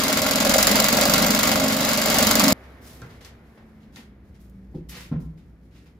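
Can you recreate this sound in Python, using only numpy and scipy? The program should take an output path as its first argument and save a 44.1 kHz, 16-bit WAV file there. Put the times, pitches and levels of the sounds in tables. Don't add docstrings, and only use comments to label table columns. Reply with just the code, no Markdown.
import sys
import numpy as np
from scipy import signal
from scipy.fft import rfft, irfft, next_fast_len
from scipy.io import wavfile

SR = 44100
rng = np.random.default_rng(int(sys.argv[2]) if len(sys.argv) > 2 else 0)


def generate_wav(sig):
    pcm = np.round(np.clip(np.atleast_2d(sig).T, -1, 1) * 32767).astype(np.int16)
    wavfile.write(sys.argv[1], SR, pcm)


N = 264153
T = np.arange(N) / SR
SIZE = next_fast_len(N + SR // 2, real=True) // 2 * 2
HZ = np.fft.rfftfreq(SIZE, 1 / SR)
CUT_S = 2.53
# [frequency_hz, relative_db]
CLACK_COLOUR = [(300, -12), (1200, -6), (2500, -14), (3800, -5.5), (4900, -2), (6000, -4), (7300, -1.5),
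                (8700, -8), (11000, -4.5), (13800, -2.5), (15000, 3)]


def amp(db):
    return 10 ** (np.asarray(db) / 20)


def evened(x):
    return x / np.sqrt(np.mean(x ** 2) + 1e-20)


def curves(rows):
    time_s, *columns = np.transpose(rows)
    return [np.interp(T, time_s, column) for column in columns]


def read(rows, hz, axis=1):
    columns = np.transpose(rows)
    return np.interp(np.log(hz + 1), np.log(columns[0] + 1), columns[axis])


def filtered(x, response):
    return irfft(rfft(x, SIZE) * response, SIZE)[..., :N]


def resonance(hz, width_hz):
    return 1j * HZ * width_hz / (hz ** 2 - HZ ** 2 + 1j * HZ * width_hz)


def lifted(modes):
    return 1 + sum((amp(lift_db) - 1) * resonance(hz, width_hz) for hz, width_hz, lift_db in modes)


def reach(hz, centre_hz, octaves):
    return np.exp(-.5 * (np.log2((hz + 1) / centre_hz) / octaves) ** 2)


def drift(knots_per_half_s):
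    knots = rng.standard_normal(SR)
    return evened(np.interp(2 * knots_per_half_s * T, np.arange(SR), knots))


def shaped_noise(size, colour):
    return evened(irfft(rfft(rng.standard_normal((2, size))) * colour, size))


def crack(level_db, decay_s, centre_hz, octaves):
    t = np.arange(SR // 25) / SR
    band = reach(np.fft.rfftfreq(len(t), 1 / SR), centre_hz, octaves)
    return amp(level_db) * np.exp(-t / decay_s) * shaped_noise(len(t), band)


def add(mix, start_s, sound):
    part = mix[..., round(start_s * SR):][..., :sound.shape[-1]]
    part += sound[..., :part.shape[-1]]


def ports(pair):
    # [frequency_hz, likeness, left_lead_rad]
    port_rows = [(250, 0.98, -0.13), (600, 0.79, -0.33), (1200, 0.37, 0.36), (2100, 0.47, 1.13),
                 (3300, 0.1, 0.84), (4700, 0.32, -0.41), (5800, 0.38, 1.04), (7200, 0.44, 1.4),
                 (8700, 0.44, 3.02), (10500, 0.31, 3.23), (12700, 0.2, 1.33), (15000, 0.22, 1.18)]
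    same = read(port_rows, HZ)
    shared = filtered(pair[0], same * np.exp(-1j * read(port_rows, HZ, axis=2)))
    return np.array([pair[0], shared + filtered(pair[1], np.sqrt(1 - same ** 2))])


def echoes(x, t60_rows):
    hz, t, z = signal.stft(rng.standard_normal((2, SR // 2)), SR, nperseg=256)
    z[1] = np.where(hz[:, None] < 400, z[0], z[1])
    decay = amp(-60 * t / read(t60_rows, hz)[:, None])
    tail = signal.istft(z * decay, SR, nperseg=256)[1]
    tail = np.pad(tail, ((0, 0), (SR // 400, 0)))
    return signal.fftconvolve(x, tail / np.linalg.norm(tail[0]), axes=1)[:, :N]


def workshop_air(split_hz=450):
    # [frequency_hz, relative_db]
    air_colour = [(15, -48), (25, -17), (49, -10.5), (69, 1), (86, -5.5), (129, -6), (156, -7.5),
                  (198, -7.5), (267, -11.5), (368, -16), (970, -29.5), (1660, -30), (2150, -31.5),
                  (2700, -40), (4000, -45), (8810, -59.5), (11200, -50.5), (15500, -59.5)]
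    # [time_s, level_db]
    rumble_rows = [(2.55, -50.5), (3.0, -49.5), (3.6, -52.5), (4.3, -50), (5.0, -47.5), (5.7, -52)]
    # [time_s, pitch_hz, level_db]
    hum_rows = [(2.53, 68, -51), (2.9, 63.4, -49), (3.7, 65.5, -60.5), (4.2, 59.5, -55.5),
                (4.7, 57.6, -46.5), (6, 57.6, -56)]
    # [centre_hz, width_hz, lift_db]
    whine_swells = [(217.85, 13, 8.5), (192, 12.5, 12)]
    rush_db, rush_fall_db_per_s, rush_rest_db = -49.5, 10.5, -67.5
    whine_start_hz, whine_coast_s, whine_base_db = 257, 7.2, -61.5

    rumble_db, = curves(rumble_rows)
    coasted_s = np.maximum(T - CUT_S, 0)
    noise = ports(rng.standard_normal((2, N)))
    colour = amp(read(air_colour, HZ))
    low = 1 / (1 + (HZ / split_hz) ** 4)
    out = amp(rumble_db) * amp(1.1 * drift(6)) * evened(filtered(noise, colour * low))
    rush = np.hypot(amp(rush_db - rush_fall_db_per_s * coasted_s), amp(rush_rest_db))
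    out += rush * evened(filtered(noise, colour * (1 - low)))

    whine_hz = whine_start_hz * np.exp(-coasted_s / whine_coast_s)
    whine_db = whine_base_db
    for centre_hz, width_hz, lift_db in whine_swells:
        whine_db = whine_db + lift_db / (1 + (2 * (whine_hz - centre_hz) / width_hz) ** 2)
    for pitch_hz, level_db in ((whine_hz, whine_db), curves(hum_rows)):
        tone = np.sqrt(2) * np.sin(2 * np.pi * np.cumsum(pitch_hz) / SR)
        out += amp(level_db) * amp(1.7 * drift(7)) * tone
    return out


def friction(tilt_db_per_octave, size):
    # [frequency_hz, relative_db]
    rub_colour = [(240, -38), (400, -7.5), (481, -3), (535, -8), (873, -7), (1420, -4), (1590, -4),
                  (1880, -0.5), (5000, -4), (8800, -10.5), (11400, -8.5), (15500, -15.5)]
    hz = np.fft.rfftfreq(size, 1 / SR)
    colour = amp(read(rub_colour, hz) + tilt_db_per_octave * np.log2((hz + 200) / 4000))
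    return shaped_noise(size, colour)


def scuffs(grain_db=1.0, catch_db=1.5, snags_per_s=120, snag=0.8):
    # [start_s, level_db,
    # tilt_db_per_octave]
    abrupt_rows = [(2.63, -57, -5.5), (3.015, -49.5, -7.5), (3.205, -51, -1.5), (3.245, -49, -1),
                   (3.57, -56.5, -8), (3.957, -48.5, -3.5), (4.344, -63.5, -1), (4.744, -64.5, -1.5),
                   (4.886, -43.5, 4), (5.117, -43.5, -13.5), (5.198, -60.5, 4.5), (5.371, -65.5, -2),
                   (5.855, -63, -3.5)]
    # [start_s, rise_s, fade_s, level_db, tilt_db_per_octave]
    slide_rows = [(2.801, 0.065, 0.13, -50.5, 4), (3.086, .02, 0.057, -56, -3.5),
                  (3.79, 0.03, .05, -65, -3), (3.92, 0.054, 0.055, -54, 0.5),
                  (4.39, 0.024, 0.048, -62, 5.5), (4.89, 0.07, 0.072, -43, -1.5),
                  (4.975, 0.031, 0.052, -48.5, 1), (5.70, 0.065, 0.063, -60, -2)]
    abrupt_rise_s, abrupt_fade_s = 0.0068, 0.043
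    hiss_db, hiss_swell_db, hiss_tilt_db_per_octave = -79, 3.5, 3

    t = np.arange(SR // 2) / SR
    hiss = friction(hiss_tilt_db_per_octave, SIZE)[:, :N]
    out = amp(hiss_db + hiss_swell_db * drift(7.6)) * hiss
    rubs = [(s, abrupt_rise_s, abrupt_fade_s, db, tilt) for s, db, tilt in abrupt_rows]
    rubs += list(slide_rows)
    for start_s, rise_s, fade_s, level_db, tilt in rubs:
        fade = np.exp(-(np.maximum(t - rise_s, 0) / fade_s) ** 1.4)
        shape = np.minimum(t / rise_s, 1) * fade
        add(out, start_s, amp(level_db) * shape * friction(tilt, len(t)))
    snags = np.convolve(rng.random(N) < snags_per_s / SR, np.hanning(SR // 2000), "same")
    grain = amp(grain_db * drift(600) + catch_db * drift(54))
    return ports(out * grain * (1 + snag * snags))


def ticks():
    # [start_s, level_db, centre_hz]
    tick_rows = [(3.018, -44, 4030), (3.248, -39.5, 4500), (3.96, -37.5, 3500), (4.345, -65, 5000),
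                 (4.497, -54.5, 11000)]
    out = np.zeros((2, N))
    for start_s, level_db, centre_hz in tick_rows:
        add(out, start_s, crack(level_db, decay_s=0.0023, centre_hz=centre_hz, octaves=0.73))
    return ports(out)


def thumps(rattle_db=-24, rattle_s=0.026):
    # [frequency_hz, relative_db, t60_s]
    shell_modes = [(60.4, -6, 0.19), (119.23, 1, 0.16), (158.2, 13, 0.43), (169, 9, 0.37), (233, 9.5, 0.11),
                   (264, 0.5, 0.28), (370.5, 10, 0.058), (506, -2.5, 0.15), (786, -2, 0.041),
                   (880, -12, 0.068), (1037, -16, 0.085), (1370, -15, 0.082), (1448, -21, 0.11),
                   (1590, -14, 0.06)]
    # [start_s, thud_db, thud_hz, thud_spread_octaves, clatter_db, clatter_hz]
    knock_rows = [(3.017, -31.5, 121, 0.18, -30.5, 1430), (3.983, -39, 230, 0.15, -64, 1600),
                  (4.741, -25, 300, 0.47, -36, 790), (4.747, -19.5, 290, 0.56, -45, 700),
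                  (4.772, -30.5, 337, 0.35, -57, 700), (5.114, -12.5, 211.4, 0.25, -32.5, 1090),
                  (5.16, -21, 178, 0.3, -46, 560), (5.227, -25, 190, 0.5, -44, 1000)]
    clatter_octaves = 0.32
    boom_hz, boom_octaves, boom_re_thud_db, boom_lag_s = 61.3, 0.22, -13.5, 0.0248

    t = np.arange(SR // 2) / SR
    hz = np.fft.rfftfreq(len(t), 1 / SR)
    modes = []
    for mode_hz, level_db, t60_s in shell_modes:
        decay = np.exp(-np.log(1000) * t / t60_s)
        modes.append((mode_hz, amp(level_db) * decay * np.sin(2 * np.pi * mode_hz * t)))
    rings, rattles = np.zeros(N), np.zeros((2, N))
    for start_s, thud_db, thud_hz, thud_octaves, clatter_db, clatter_hz in knock_rows:
        parts = [(start_s, thud_db, thud_hz, thud_octaves),
                 (start_s, clatter_db, clatter_hz, clatter_octaves),
                 (start_s + boom_lag_s, thud_db + boom_re_thud_db, boom_hz, boom_octaves)]
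        for part_s, level_db, centre_hz, octaves in parts:
            ring = sum(reach(mode_hz, centre_hz, octaves) * mode for mode_hz, mode in modes)
            rattle = shaped_noise(len(t), reach(hz, centre_hz, octaves))
            contact = amp(level_db) * (1 - np.exp(-(t / 0.003) ** 2))
            add(rings, part_s, contact * ring / abs(ring).max())
            add(rattles, part_s, contact * amp(rattle_db) * rattle * np.exp(-t / rattle_s))
    return rings + ports(rattles)


def swing(turns):
    # [stroke_rate_multiple, level_db, waver_db]
    swing_rows = [(2, -18.5, 1.5), (3, -19, 2.5)]
    out = np.zeros(N)
    for multiple, level_db, waver_db in swing_rows:
        tone = np.sqrt(2) * np.sin(2 * np.pi * (multiple * turns + rng.random()))
        out += amp(level_db + waver_db * drift(3.0)) * tone
    return out


def buzz(turns, wander_hz, waver_db=2.0, count=38):
    def partial(k):
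        wander = np.cumsum(wander_hz * drift(11)) / SR
        tone = np.cos(2 * np.pi * (k * turns + rng.random() + wander))
        return amp(waver_db * drift(5)) * tone
    return evened(np.array([sum(partial(k) for k in range(3, count)) for side in "LR"]))


def shaking(turns, rattle, jolt=0.7, uneven_db=3.0, slop=0.02, surge_db=0.32, pull=0.065):
    # [frequency_hz, relative_db]
    bed_colour = [(10, -60.5), (30, -34.5), (60, -20.5), (85, -11), (110, -12.5), (145, -9), (190, -4),
                  (235, -2.5), (270, -2), (298, -4.5), (325, -17.5), (400, -21.5), (800, -37)]
    # [centre_hz, width_hz, lift_db]
    bed_modes = [(213, 14, 8), (260, 16, 3.5), (447, 14, 14)]
    # [share_of_stroke, relative_db]
    jolt_rows = [(.85, 0), (.12, -1), (.3, -5)]
    jolts = np.zeros(N)
    for share, level_db in jolt_rows:
        size = amp(level_db + uneven_db * drift(22))
        jolts += size * np.diff(np.floor(turns - share + slop * drift(16.5)), prepend=0)
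    colour = amp(read(bed_colour, HZ)) * lifted(bed_modes)
    swell = (1 + pull * np.cos(2 * np.pi * turns)) * amp(surge_db * drift(5.4))
    return jolt * evened(filtered(jolts * swell, colour)) + evened(filtered(rattle * swell, colour))


def bump(turns, share, width):
    return np.exp(-.5 * (((turns - share + .5) % 1 - .5) / width) ** 2)


def chatter(turns, rattle, pull=0.92, back=0.96, uneven_db=4.5):
    # [frequency_hz, relative_db]
    tube_colour = [(380, -30.5), (480, -11.5), (540, 0), (620, 0.5), (680, -7.5), (790, -5), (880, -21)]
    # [centre_hz, width_hz, lift_db]
    tube_modes = [(538, 14, 2), (617, 13, 4)]
    reversals = pull * bump(turns, .12, 0.072) + back * bump(turns, .48, .05)
    flare = 1 + amp(uneven_db * drift(16)) * reversals
    return filtered(rattle * flare, amp(read(tube_colour, HZ)) * lifted(tube_modes))


def teeth(turns, grain_db=1.5, judder_db=1.5, slow_share=0.87, slow_width=0.14, dulling=0.38,
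          bright_hz=3000, chips_per_s=110, chip=.9, chip_s=0.00067):
    # [frequency_hz, relative_db]
    rasp_colour = [(200, -22), (350, -13), (470, -11), (560, -10), (650, -9), (900, -10), (1100, -8),
                   (1850, -11), (2150, -10), (2450, -11.5), (4800, -11.5), (7300, -15.5), (8700, -20.5),
                   (12000, -15.5), (15200, -28)]
    chips = (rng.random(N) < chips_per_s / SR) * np.minimum(rng.exponential(1, N), 2)
    torn = signal.lfilter([1], [1, -np.exp(-1 / (chip_s * SR))], chips)
    roughness = amp(grain_db * drift(900) + judder_db * drift(77)) + chip * torn
    grit = roughness * rng.standard_normal((2, N))
    colour = amp(read(rasp_colour, HZ))
    treble = HZ ** 4 / (HZ ** 4 + bright_hz ** 4)
    slowing = bump(turns, slow_share, slow_width)
    return filtered(grit, colour) - dulling * filtered(grit * slowing, colour * treble)


def clacks(turns, scatter_db=1.5):
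    # [share_of_stroke, relative_db, decay_s, centre_hz, spread_octaves]
    impact_rows = [(.006, .3, .0016, 6800, 1), (.02, 5, .0026, 1350, .72), (.04, -12, .008, 7500, 1.2),
                   (.11, -3.5, .003, 3000, 1), (.165, 1, .002, 1300, .65), (.455, -.5, .0018, 1600, .7),
                   (.545, -7.5, .0017, 8000, .8)]
    t = np.arange(SR // 25) / SR
    out = np.zeros((2, N))
    strokes = np.arange(1, np.interp(CUT_S, T, turns))
    for share, level_db, decay_s, centre_hz, octaves in impact_rows:
        times_s = np.interp(strokes + share, turns, T)
        shape = np.exp(-t / decay_s) * (1 - np.exp(-t / .00022))
        bursts = np.zeros(N)
        for time_s, (late, size) in zip(times_s, rng.standard_normal((len(times_s), 2))):
            time_s += .002 * share * late
            add(bursts, time_s, amp(level_db + scatter_db * size) * shape)
        colour = amp(read(CLACK_COLOUR, HZ)) * reach(HZ, centre_hz, octaves)
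        out += filtered(bursts * rng.standard_normal((2, N)), colour)
    return out


def catches():
    # [start_s, level_before_colouring_db]
    catch_rows = [(.0362, -8.5), (.0815, -13), (0.128, -11), (.173, -15), (.3105, -12), (.449, -16.5),
                  (.494, -14.5), (0.582, -8), (0.628, -3.5), (.6702, -14.5), (.715, -13.5), (0.756, -13.5),
                  (0.8015, -3.5), (.8425, -10), (.9275, -12), (1.012, -9.5), (1.097, -9.5), (1.137, -6),
                  (1.181, -10.5), (1.264, -11.5), (1.306, -13), (1.349, -11.5), (1.39, -12.5),
                  (1.8497, -12.5), (2.186, -7.5), (2.228, -12), (2.27, -13), (2.3107, -10.5),
                  (2.3546, -6.5), (2.3962, -8.5), (2.4817, -7)]
    cracks = np.zeros((2, N))
    for start_s, level_db in catch_rows:
        add(cracks, start_s, crack(level_db, decay_s=0.0016, centre_hz=5500, octaves=1.25))
    return filtered(cracks, amp(read(CLACK_COLOUR, HZ)))


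def saw():
    # [time_s, strokes_per_s]
    speed_rows = [(0, 22.043), (0.42, 21.575), (0.6, 23.013), (1.0, 23.69), (1.65, 24.056), (2.3, 23.609)]
    # [time_s, push_db, shaking_db]
    feed_rows = [(0, -2.5, -27.5), (.38, -2.5, -27.5), (.6, 1, -26), (.88, -0.55, -26), (1.15, 0, -22.5),
                 (1.35, -1.33, -25), (1.49, -0.5, -26), (1.6, -3.5, -26), (2.05, -2, -28.5),
                 (2.21, 0, -25.5), (2.52, 0.1, -20.5)]
    # [centre_hz, width_hz, lift_db]
    metal_modes = [(447, 14, 2.5), (538, 14, 6.2), (617, 13, 10), (983, 14, 4), (1092, 15, 5),
                   (1215, 20, 3), (1368, 19, 5.5), (1558, 20, 3.3), (1630, 23, 4), (2003, 20, 7),
                   (2100, 18, 6), (2153, 30, 6), (2240, 40, 3), (2631, 30, 4), (2912, 30, 4.7),
                   (3286, 35, 4), (3513, 35, 3), (3850, 30, 4.5), (4016, 38, 5.5), (4404, 35, 3.6),
                   (4610, 38, 7.3), (4877, 50, 5.5), (4985, 30, 3.5), (6449, 40, 6), (7117, 45, 6.5),
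                   (7272, 45, 7.6), (11025, 50, 5), (14662, 50, 5)]
    # [time_s, level_db]
    chatter_rows = [(0, -38), (.15, -29), (.38, -31.5), (.5, -24.5), (.85, -26.5), (.9, -33), (.98, -24.5),
                    (1.2, -28), (1.4, -30.5), (1.55, -26.5), (1.8, -29.5), (2.05, -30), (2.22, -26),
                    (2.33, -33), (2.45, -26.5)]
    clack_db, clack_follow = -22, 2
    rasp_db, rasp_follow = -21, 0.91
    swing_db, swing_follow = -25, 2
    wander_hz, wander_follow = 8.02, 2.2
    start_share, yard_db = .21, -15

    rate, = curves(speed_rows)
    turns = start_share + np.cumsum(rate) / SR
    push_db, shake_db = curves(feed_rows)
    chatter_db, = curves(chatter_rows)

    def played(x, level_db):
        return amp(level_db) * x / np.std(x[..., T < CUT_S])

    metal = lifted(metal_modes)
    cutting = played(filtered(clacks(turns), metal), clack_db + clack_follow * push_db)
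    cutting += played(filtered(teeth(turns), metal), rasp_db + rasp_follow * push_db)
    cutting += filtered(catches(), metal)
    rattle = buzz(turns, wander_hz * amp(wander_follow * push_db))
    bed = played(shaking(turns, rattle), shake_db)
    tube = played(chatter(turns, rattle), chatter_db)
    near = ports(cutting + bed + tube)
    yard = echoes(ports(cutting), [(200, 0.025), (2000, 0.046), (12000, 0.0086)])
    hum = amp(swing_db + swing_follow * push_db) * swing(turns)
    return near + amp(yard_db) * yard + hum


def scene():
    # [frequency_hz, t60_s]
    room_t60 = [(100, 0.38), (1000, 0.46), (5000, 0.25), (15000, 0.095)]
    moves = scuffs() + ticks() + thumps()
    indoors = moves + amp(-5.0) * echoes(moves, room_t60) + workshop_air()
    outdoors = np.clip((CUT_S - T) / .001, 0, 1)
    return outdoors * saw() + (1 - outdoors) * indoors


def record(dry, knee=0.45):
    excess = np.maximum(abs(dry) - knee, 0)
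    rounded = np.sign(dry) * (abs(dry) - excess + (1 - knee) * np.tanh(excess / (1 - knee)))
    edge = signal.firwin(221, 15650, window=("kaiser", 9), fs=SR)
    return signal.oaconvolve(rounded, edge[None], "same", axes=1)


dry = scene()
out = record(dry)
generate_wav(out)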